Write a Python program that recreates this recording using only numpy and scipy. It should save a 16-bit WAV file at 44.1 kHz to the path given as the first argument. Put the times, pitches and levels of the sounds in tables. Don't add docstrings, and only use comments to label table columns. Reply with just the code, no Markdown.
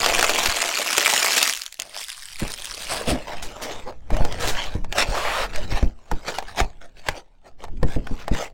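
import sys
import numpy as np
from scipy import signal
from scipy.fft import rfft, irfft, next_fast_len
from scipy.io import wavfile
from scipy.ndimage import uniform_filter1d, map_coordinates

SR = 44100
rng = np.random.default_rng(int(sys.argv[2]) if len(sys.argv) > 2 else 0)


def to_wav(s):
    ch = np.atleast_2d(s).T
    pcm = np.round(np.clip(ch, -1, 1) * 32767)
    wavfile.write(sys.argv[1], SR, pcm.astype(np.int16))


N = 376173
HIT = np.arange(SR // 4) / SR


def amp(db):
    return 10 ** (np.asarray(db) / 20)


def unit(x):
    return x / np.sqrt(np.mean(x ** 2) + 1e-20)


def crest(x):
    return x / np.abs(x).max()


def along(points, hz):
    f, v = np.transpose(points)
    return np.interp(np.log(hz + 1), np.log(f), v)


def curves(rows):
    s, *cols = np.transpose(rows)
    return [np.interp(np.arange(N) / SR, s, c) for c in cols]


def during(rows):
    t = np.arange(N) / SR
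    inside = (t >= rows[0][0]) & (t <= rows[-1][0])
    return uniform_filter1d(1. * inside, SR // 100)


def stroke(start, length, rise, sag, release):
    t = np.arange(N) / SR - start
    return amp(rise * np.clip(t, -1, 0) - sag * np.clip(t, 0, length) - release * np.clip(t - length, 0, 1))


def wobble(rate):
    knots = rng.standard_normal(int(N * rate / SR) + 4)
    return map_coordinates(knots, [np.arange(N) * rate / SR])


def add(track, s, sound):
    part = track[max(round(s * SR), 0):][:len(sound)]
    part += sound[:len(part)]


def colour(x, spectrum):
    m = 2 * next_fast_len(len(x) // 2 + 4096)
    gains = amp(along(spectrum, np.fft.rfftfreq(m, 1 / SR)))
    cepstrum = irfft(np.log(gains + 1e-6))
    cepstrum[1:m // 2] *= 2
    cepstrum[m // 2 + 1:] = 0
    return irfft(rfft(x, m) * np.exp(rfft(cepstrum)), m)[:len(x)]


def split(x, hz):
    halves = [signal.butter(2, hz, kind, fs=SR, output="sos") for kind in ("low", "high")]
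    return [signal.sosfilt(np.vstack([sos, sos]), x) for sos in halves]


def burst(t60, rise=0.000075):
    return rng.standard_normal(len(HIT)) * amp(-60 * HIT / t60) * (1 - np.exp(-HIT / rise)) ** 2


def ring(modes):
    total = 0
    for hz, db, t60 in modes:
        strength = rng.choice([-1, 1]) * amp(db + rng.normal(0, 2.0) - 60 * HIT / t60)
        pitch = hz * np.exp(rng.normal(0, 0.023))
        total = total + strength * np.sin(2 * np.pi * pitch * HIT)
    return total


def facet(t60, uneven_db, size=512):
    hz = np.fft.rfftfreq(size, 1 / SR)
    ripple = map_coordinates(rng.standard_normal(len(hz)), [np.sqrt(hz / 70)])
    click = np.roll(burst(t60, rise=0.00022)[:size], size // 16)
    return unit(irfft(rfft(click) * amp(uneven_db * ripple)))


def crackle(rate, spread_db, t60, uneven_db, count=256):
    bank = np.array([facet(t60, uneven_db) for _ in range(count)])
    rate = rate * np.ones(N)
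    at = np.flatnonzero(rng.random(N) < rate / SR)
    size = amp(spread_db * np.minimum(rng.standard_normal(len(at)), 1.8)) / np.sqrt(rate[at])
    clicks = size[:, None] * bank[rng.integers(count, size=len(at))]
    places = at[:, None] + np.arange(bank.shape[1])
    return unit(np.bincount(places.ravel(), clicks.ravel(), N)[:N])


def shifting(x, depth_db, size=512):
    hz, t, z = signal.stft(x, SR, nperseg=size)
    band, moment = np.meshgrid(np.sqrt(hz / 5), 22 * t, indexing="ij")
    field = map_coordinates(rng.standard_normal((len(hz), len(t))), [band, moment], order=1)
    return unit(signal.istft(z * amp(depth_db * field), SR, nperseg=size)[1][:N])


def played(grains, spectrum, level, body, cross_hz, body_db, edge_db, sheen, usual_body_db):
    low, high = split(colour(grains, spectrum), cross_hz)
    middle, top = split(unit(high), 3500)
    edge = middle + top * amp(sheen * np.clip(usual_body_db - body, -10, 10))
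    return amp(level) * (amp(edge_db) * edge + amp(body + body_db) * unit(low))


# time in seconds, level in dB.
DRAUGHT = [(0.2, -26.5), (0.5, -36), (1.1, -87), (2.3, -44.5), (3.05, -35), (4.04, -32), (4.14, -16),
           (5.4, -29), (5.65, -18), (5.98, -46), (6.4, -30), (7.45, -48.5), (7.75, -20), (8.53, -38)]
# frequency in Hz, relative level in dB.
AIR = [(7, 10), (22, -2.5), (50, -12), (160, -24.5), (400, -34), (1500, -110)]
# frequency in Hz, relative level in dB.
ROOM_TONE = [(30, 17.5), (100, -15), (800, -14), (1300, -29.5), (4000, -28.5), (16000, -52)]
GUST_DB, GUST_WIDTH_S = -4, 0.023


def air():
    level, = curves(DRAUGHT)
    t = np.arange(N) / SR
    gusts = 0
    for s, db, _ in THUMPS:
        gusts = gusts + amp(db + GUST_DB) * np.exp(-((t - s - GUST_WIDTH_S) / GUST_WIDTH_S) ** 2)
    lumps = unit(colour(rng.standard_normal(N), AIR) * amp(1.9 * wobble(5.8)))
    hush = amp(-58.5) * unit(colour(rng.standard_normal(N), ROOM_TONE))
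    return (amp(level) + gusts) * lumps + hush


# start in seconds, length in seconds, crackle level in dB.
SQUEEZES = [(0.016, 0.57, -22.5), (0.615, 0.33, -25), (0.966, 0.475, -21.5)]
# time in seconds, level in dB before a 4 dB cut.
CREASES = [(0.03, -3.5), (0.061, 1.5), (0.194, -0.5), (0.211, -6.5), (0.2268, 2.5), (0.2428, 0),
           (0.294, 2.5), (0.459, 1.5), (0.6586, -7), (0.8057, -12.5), (0.9798, 7.5), (1.0986, -2.5),
           (1.1365, -0.5), (1.2283, 0.5), (1.246, -1.5), (1.3792, 3), (1.428, 6.5), (1.496, -2.5),
           (1.5358, -5), (1.6185, -7.5), (1.663, -12.5), (1.725, -18.5), (1.7991, -5), (1.82, -8)]
# frequency in Hz, relative level in dB.
PAPER = [(60, -29), (300, -5.5), (700, 0.5), (1550, 0), (2300, 1.5), (3900, -2.5), (7000, -3), (12300, -15),
         (15000, -16)]
SQUEEZE_RISE_DB_PER_S, SQUEEZE_RELEASE_DB_PER_S = 153.5, 96.5
SHEET_BODY_DB, TIGHTEN_DB_PER_S = 0, 6.5
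GRIP_DB, THINNING = -24.5, 1.8


def wrapper():
    squeezes = [amp(db) * stroke(s, length, SQUEEZE_RISE_DB_PER_S, 0, SQUEEZE_RELEASE_DB_PER_S)
                for s, length, db in SQUEEZES]
    pressure_db = 20 * np.log10(np.max(squeezes, axis=0))
    looseness_db = np.clip(GRIP_DB - pressure_db, 0, 8)
    body = SHEET_BODY_DB - TIGHTEN_DB_PER_S * np.arange(N) / SR - THINNING * looseness_db
    buckling = 1250 * amp(.75 * (np.maximum(pressure_db, -50) + 22))
    folds = crackle(rate=buckling, spread_db=7.2, t60=.004, uneven_db=5) * amp(1.4 * wobble(70))
    brushing = crackle(rate=6000, spread_db=2.5, t60=0.005, uneven_db=7)
    grains = shifting(folds + amp(-9) * brushing, depth_db=2.5)
    out = played(grains, PAPER, pressure_db, body, cross_hz=1260,
                 body_db=-5.0, edge_db=1.5, sheen=0.41, usual_body_db=-9.5)
    for s, db in CREASES:
        depth_db = body[round(s * SR)] + 7
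        life = 0.012 * amp(0.23 * depth_db)
        low, high = split(colour(burst(life, rise=0.00013), PAPER), 1800)
        add(out, s, amp(db - 4.0) * crest(high + amp(depth_db) * low))
    return out


ARM_S, ARM_DB, ARM_HZ, ARM_T60 = 0.486, -21, 52, 0.032


def arm():
    out = np.zeros(N)
    add(out, ARM_S, amp(ARM_DB) * crest(ring([(ARM_HZ, 0, ARM_T60)])))
    return out


# time in seconds, grit level in dB,
# panel body in dB relative to the grit; both get fixed trims below.
DRAG = [(1.79, -42.5, 2), (1.91, -45, -7.5), (2.02, -35.5, -13.5), (2.07, -42, -49), (2.37, -44.5, -21.5),
        (2.43, -34, 1), (2.55, -41, -11.5), (2.88, -35.5, -6.5), (2.92, -28.5, -3.5), (3.05, -36, 0.5),
        (3.105, -22.5, -0.5), (3.19, -45, 10.5)]
# frequency in Hz, relative level in dB.
GRIT = [(250, 3.5), (650, 11), (1400, 2.5), (5300, -4.5), (6600, -11), (9000, -8), (12000, -20),
        (15000, -22)]
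# time in seconds, peak level in dB.
CRUMBS = [(2.04, -16.5), (2.395, -20), (2.479, -20.5), (2.519, -16), (2.655, -16.5)]


def drag():
    level, body = curves(DRAG)
    ticking = 700 * amp(1.7 * (np.maximum(level, -43) + 40))
    ticks = crackle(rate=ticking, spread_db=8.5, t60=.003, uneven_db=6)
    hiss = amp(-6.5) * rng.standard_normal(N)
    grains = shifting((ticks + hiss) * amp(1.5 * wobble(25)), depth_db=3)
    out = during(DRAG) * played(grains, GRIT, level, body, cross_hz=1280,
                                body_db=-1.5, edge_db=0.5, sheen=0.76, usual_body_db=-1.5)
    for s, db in CRUMBS:
        crack = split(colour(burst(.005), FLAKES), 3000)[1]
        add(out, s, amp(db) * crest(crack))
    return out


# time in seconds, peak of the flexing in dB,
# hollow knock in dB relative to it.
THUMPS = [(2.42, -19.5, 2.5), (3.077, -22, 8), (3.117, -27.5, 15.5), (4.119, -12, -6), (4.206, -9, -11),
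          (4.752, -16, 1), (5.088, -11.5, -14.5), (5.725, -13.5, -12), (5.828, -6.5, -8), (6.118, -14, -5),
          (6.611, -12, -13), (7.09, -19, -17), (7.829, -11, -1), (7.963, -16, 3), (8.111, -17.5, -3.5),
          (8.313, -10.5, -1)]
# nominal frequency in Hz, relative level in dB, 60 dB decay in seconds.
FLEX = [(39.7, 2.5, 0.12), (95.5, 1, 0.031)]
# nominal frequency in Hz, relative level in dB, 60 dB decay in seconds.
HOLLOW = [(203, 2, 0.06), (294, -9.5, 0.054), (503, -6.5, 0.08)]


def thumps():
    out = np.zeros(N)
    for s, db, knock_db in THUMPS:
        thud = crest(split(burst(0.13, rise=0.00065), 365)[0])
        knock = crest(ring(HOLLOW)) + amp(3.0) * thud
        add(out, s, amp(db) * (crest(ring(FLEX)) + amp(knock_db) * crest(knock)))
    return out


SING_SHUT_HZ, SING_OPEN_HZ = 601, 780
SING_WANDER, SING_DB = .11, -10


def singing(wander):
    hz = np.where(np.arange(N) / SR < RASP[-1][0], SING_SHUT_HZ, SING_OPEN_HZ)
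    phase = 2 * np.pi * np.cumsum(hz * np.exp(wander * wobble(12))) / SR
    return unit(wobble(90) * np.cos(phase) + wobble(90) * np.sin(phase))


# time in seconds, scrape level in dB.
HOLD = [(3.14, -43), (3.8, -45.5), (4.02, -70), (4.3, -43.5), (4.76, -45), (4.88, -62.5), (5.0, -35),
        (5.48, -46), (5.85, -48), (5.95, -68), (6.17, -48.5), (6.65, -54), (6.75, -64), (7.55, -75),
        (8.15, -48.5), (8.53, -72)]
# start in seconds, length in seconds, scrape level in dB,
# panel body in dB relative to the scrape; both get fixed trims below.
STROKES = [(3.299, 0.053, -41, 9.5), (3.622, 0.13, -39.5, 7), (3.877, 0.019, -46, 15.5),
           (4.132, 0.13, -41.5, 12), (4.433, 0.076, -32, 1), (4.557, 0.12, -37, 0.5),
           (4.974, 0.052, -22.5, -3), (5.542, 0.1, -42, -4), (5.717, 0.07, -35, 5), (6.282, 0.016, -29, 1),
           (6.35, 0.031, -37, -7), (6.487, 0.03, -40.5, -10), (6.59, 0.013, -25, 2),
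           (6.819, 0.038, -51.5, 4.5), (6.975, .018, -48.5, -6), (7.068, 0.046, -39.5, -0.5),
           (7.16, 0.021, -43, 6.5), (7.466, 0.018, -54.5, 12.5), (7.611, 0.038, -52.5, 8),
           (7.886, 0.072, -44.5, -0.5), (8.192, 0.033, -46, -12), (8.342, 0.1, -34, 1)]
# frequency in Hz, relative level in dB.
CARD = [(120, -8.5), (540, 5), (800, 4.5), (1080, -1), (1750, -2), (3000, -7.5), (7500, -15),
        (11000, -29.5)]
STROKE_RISE_DB_PER_S, STROKE_RELEASE_DB_PER_S, STROKE_SAG_DB_PER_S = 529, 519.5, 8
HOLD_PANEL_DB = 4.5


def rub():
    scrape = (during(HOLD) * amp(curves(HOLD)[0])) ** 2 + 1e-12
    panel = scrape * amp(HOLD_PANEL_DB) ** 2
    for start, length, db, panel_db in STROKES:
        envelope = stroke(start, length, STROKE_RISE_DB_PER_S, STROKE_SAG_DB_PER_S, STROKE_RELEASE_DB_PER_S)
        power = (amp(db) * envelope) ** 2
        scrape = scrape + power
        panel = panel + power * amp(panel_db) ** 2
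    pressure_db = 10 * np.log10(scrape)
    body = 10 * np.log10(panel / scrape)
    slipping = 1100 * amp(.5 * (np.maximum(pressure_db, -70) + 38))
    slips = crackle(rate=slipping, spread_db=7.2, t60=0.0044, uneven_db=5)
    hiss = amp(-.5) * rng.standard_normal(N)
    grains = shifting((slips + hiss) * amp(1.8 * wobble(70) + 1.4 * wobble(16)), depth_db=5.2)
    sung = np.sqrt(panel) * amp(SING_DB + np.clip(body - 8, -12, 3)) * singing(SING_WANDER)
    return sung + played(grains, CARD, pressure_db, body, cross_hz=1150,
                         body_db=-2.5, edge_db=1.7, sheen=0.042, usual_body_db=-14.5)


# time in seconds, peak level in dB,
# gain of the bright edge in dB, nominal pitch of the struck patch in Hz.
TAPS = [(3.283, -21.5, -10, 563), (4.104, -19.5, -17.5, 570), (4.167, -15, -4, 570.3),
        (4.25, -11.5, 2, 496.9), (4.324, -17, 28, 2172), (4.64, -17, 22, 905), (4.845, -23, -2, 890),
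        (4.925, -12, 14, 863), (4.983, -7.5, 6, 1920), (5.003, -11.5, 13.5, 2190),
        (5.559, -17.5, 13.5, 2000), (5.827, -17.5, -6.5, 506), (6.114, -13, -5, 910), (6.385, -9, 4, 783),
        (6.425, -21, -11, 807), (6.602, -3, -2.5, 776), (7.086, -7.5, 1, 2060), (7.639, -22.5, -23, 806),
        (7.682, -32.5, -11.5, 817), (7.83, -13, -15, 490), (8.07, -21.5, -19, 1493), (8.28, -13, -3.5, 695),
        (8.349, -19, -10, 1710)]
# nominal frequency in Hz, relative level in dB, 60 dB decay in seconds.
WALLS = [(416, -3, 0.055), (546, -13, 0.035), (804, -4.5, 0.095), (1400, -3, 0.031), (1758, -4.5, 0.062)]
PRESSED_T60, WALLS_DB = 0.028, -9


def taps():
    out = np.zeros(N)
    for s, db, edge_db, hz in TAPS:
        crack = burst(0.014, rise=.0003)
        shiver = amp(-23) * burst(0.085)
        low, high = split(crest(colour(crack + shiver, CARD)), 1700)
        around_pitch = signal.butter(1, [.8 * hz, 1.25 * hz], "band", fs=SR, output="sos")
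        fuzz = signal.sosfilt(around_pitch, 6 * burst(PRESSED_T60))
        patch = crest(ring([(hz, 0, PRESSED_T60)]) + fuzz)
        body = crest(low + patch + amp(WALLS_DB) * crest(ring(WALLS)))
        add(out, s, amp(db) * crest(body + amp(edge_db) * high))
        lead_in = crest(colour(burst(.05)[::-1], CARD))
        add(out, s - HIT[-1], amp(db - 24) * lead_in)
    return out


# start in seconds, length in seconds, level in dB.
SLIDES = [(3.426, 0.0042, -30.5), (3.621, 0.0032, -28.5), (4.399, 0.083, -31.5), (4.475, 0.013, -25)]
# frequency in Hz, relative level in dB.
FLAKES = [(500, 2), (1500, 0), (7000, -2), (12300, -13.5)]


def flakes():
    flow = sum(amp(db) * stroke(s, length, rise=4000, sag=0, release=350) for s, length, db in SLIDES)
    tumble = crackle(rate=3200, spread_db=5.5, t60=0.003, uneven_db=-1)
    return flow * unit(colour(tumble, FLAKES))


# time in seconds, level in dB.
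RASP = [(5.12, -56), (5.15, -26.5), (5.41, -23.5), (5.445, -25.5), (5.47, -35)]
# frequency in Hz, relative level in dB.
RASP_COLOUR = [(200, -25.5), (520, -2.5), (1000, -0.5), (2500, -6.5), (15000, -33)]
RASP_SLIPS_PER_S, RASP_SCATTER = 300, 0.32


def rasp():
    phase = np.cumsum(RASP_SLIPS_PER_S * np.exp(RASP_SCATTER * wobble(120))) / SR
    jerks = amp(-10 * (phase % 1)) * rng.standard_normal(N)
    return during(RASP) * amp(curves(RASP)[0]) * unit(colour(shifting(jerks, depth_db=3), RASP_COLOUR))


# frequency in Hz, 60 dB decay in seconds.
ROOM = [(500, 0.28), (2000, 0.045), (12000, 0.01)]


def room(x):
    hz, t, z = signal.stft(rng.standard_normal(SR // 2), SR, nperseg=256)
    tail = signal.istft(z * amp(-60 * t / along(ROOM, hz)[:, None]), SR, nperseg=256)[1]
    return signal.oaconvolve(x, np.pad(tail / np.linalg.norm(tail), (SR // 200, 0)))[:N]


def scene():
    paper = wrapper()
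    carton = drag() + thumps() + rub() + taps() + flakes() + rasp()
    echo = room(amp(-15) * paper + amp(-21) * carton)
    return (paper + carton + echo + arm() + air())[None]


TOP_HZ = 16000


def record(dry):
    rounded = dry / (1 + np.abs(dry / .62) ** 5) ** (1 / 5)
    m = next_fast_len(N + SR // 2)
    return irfft(rfft(rounded, m) * (np.fft.rfftfreq(m, 1 / SR) < TOP_HZ), m)[..., :N]


dry = scene()
out = record(dry)
to_wav(out)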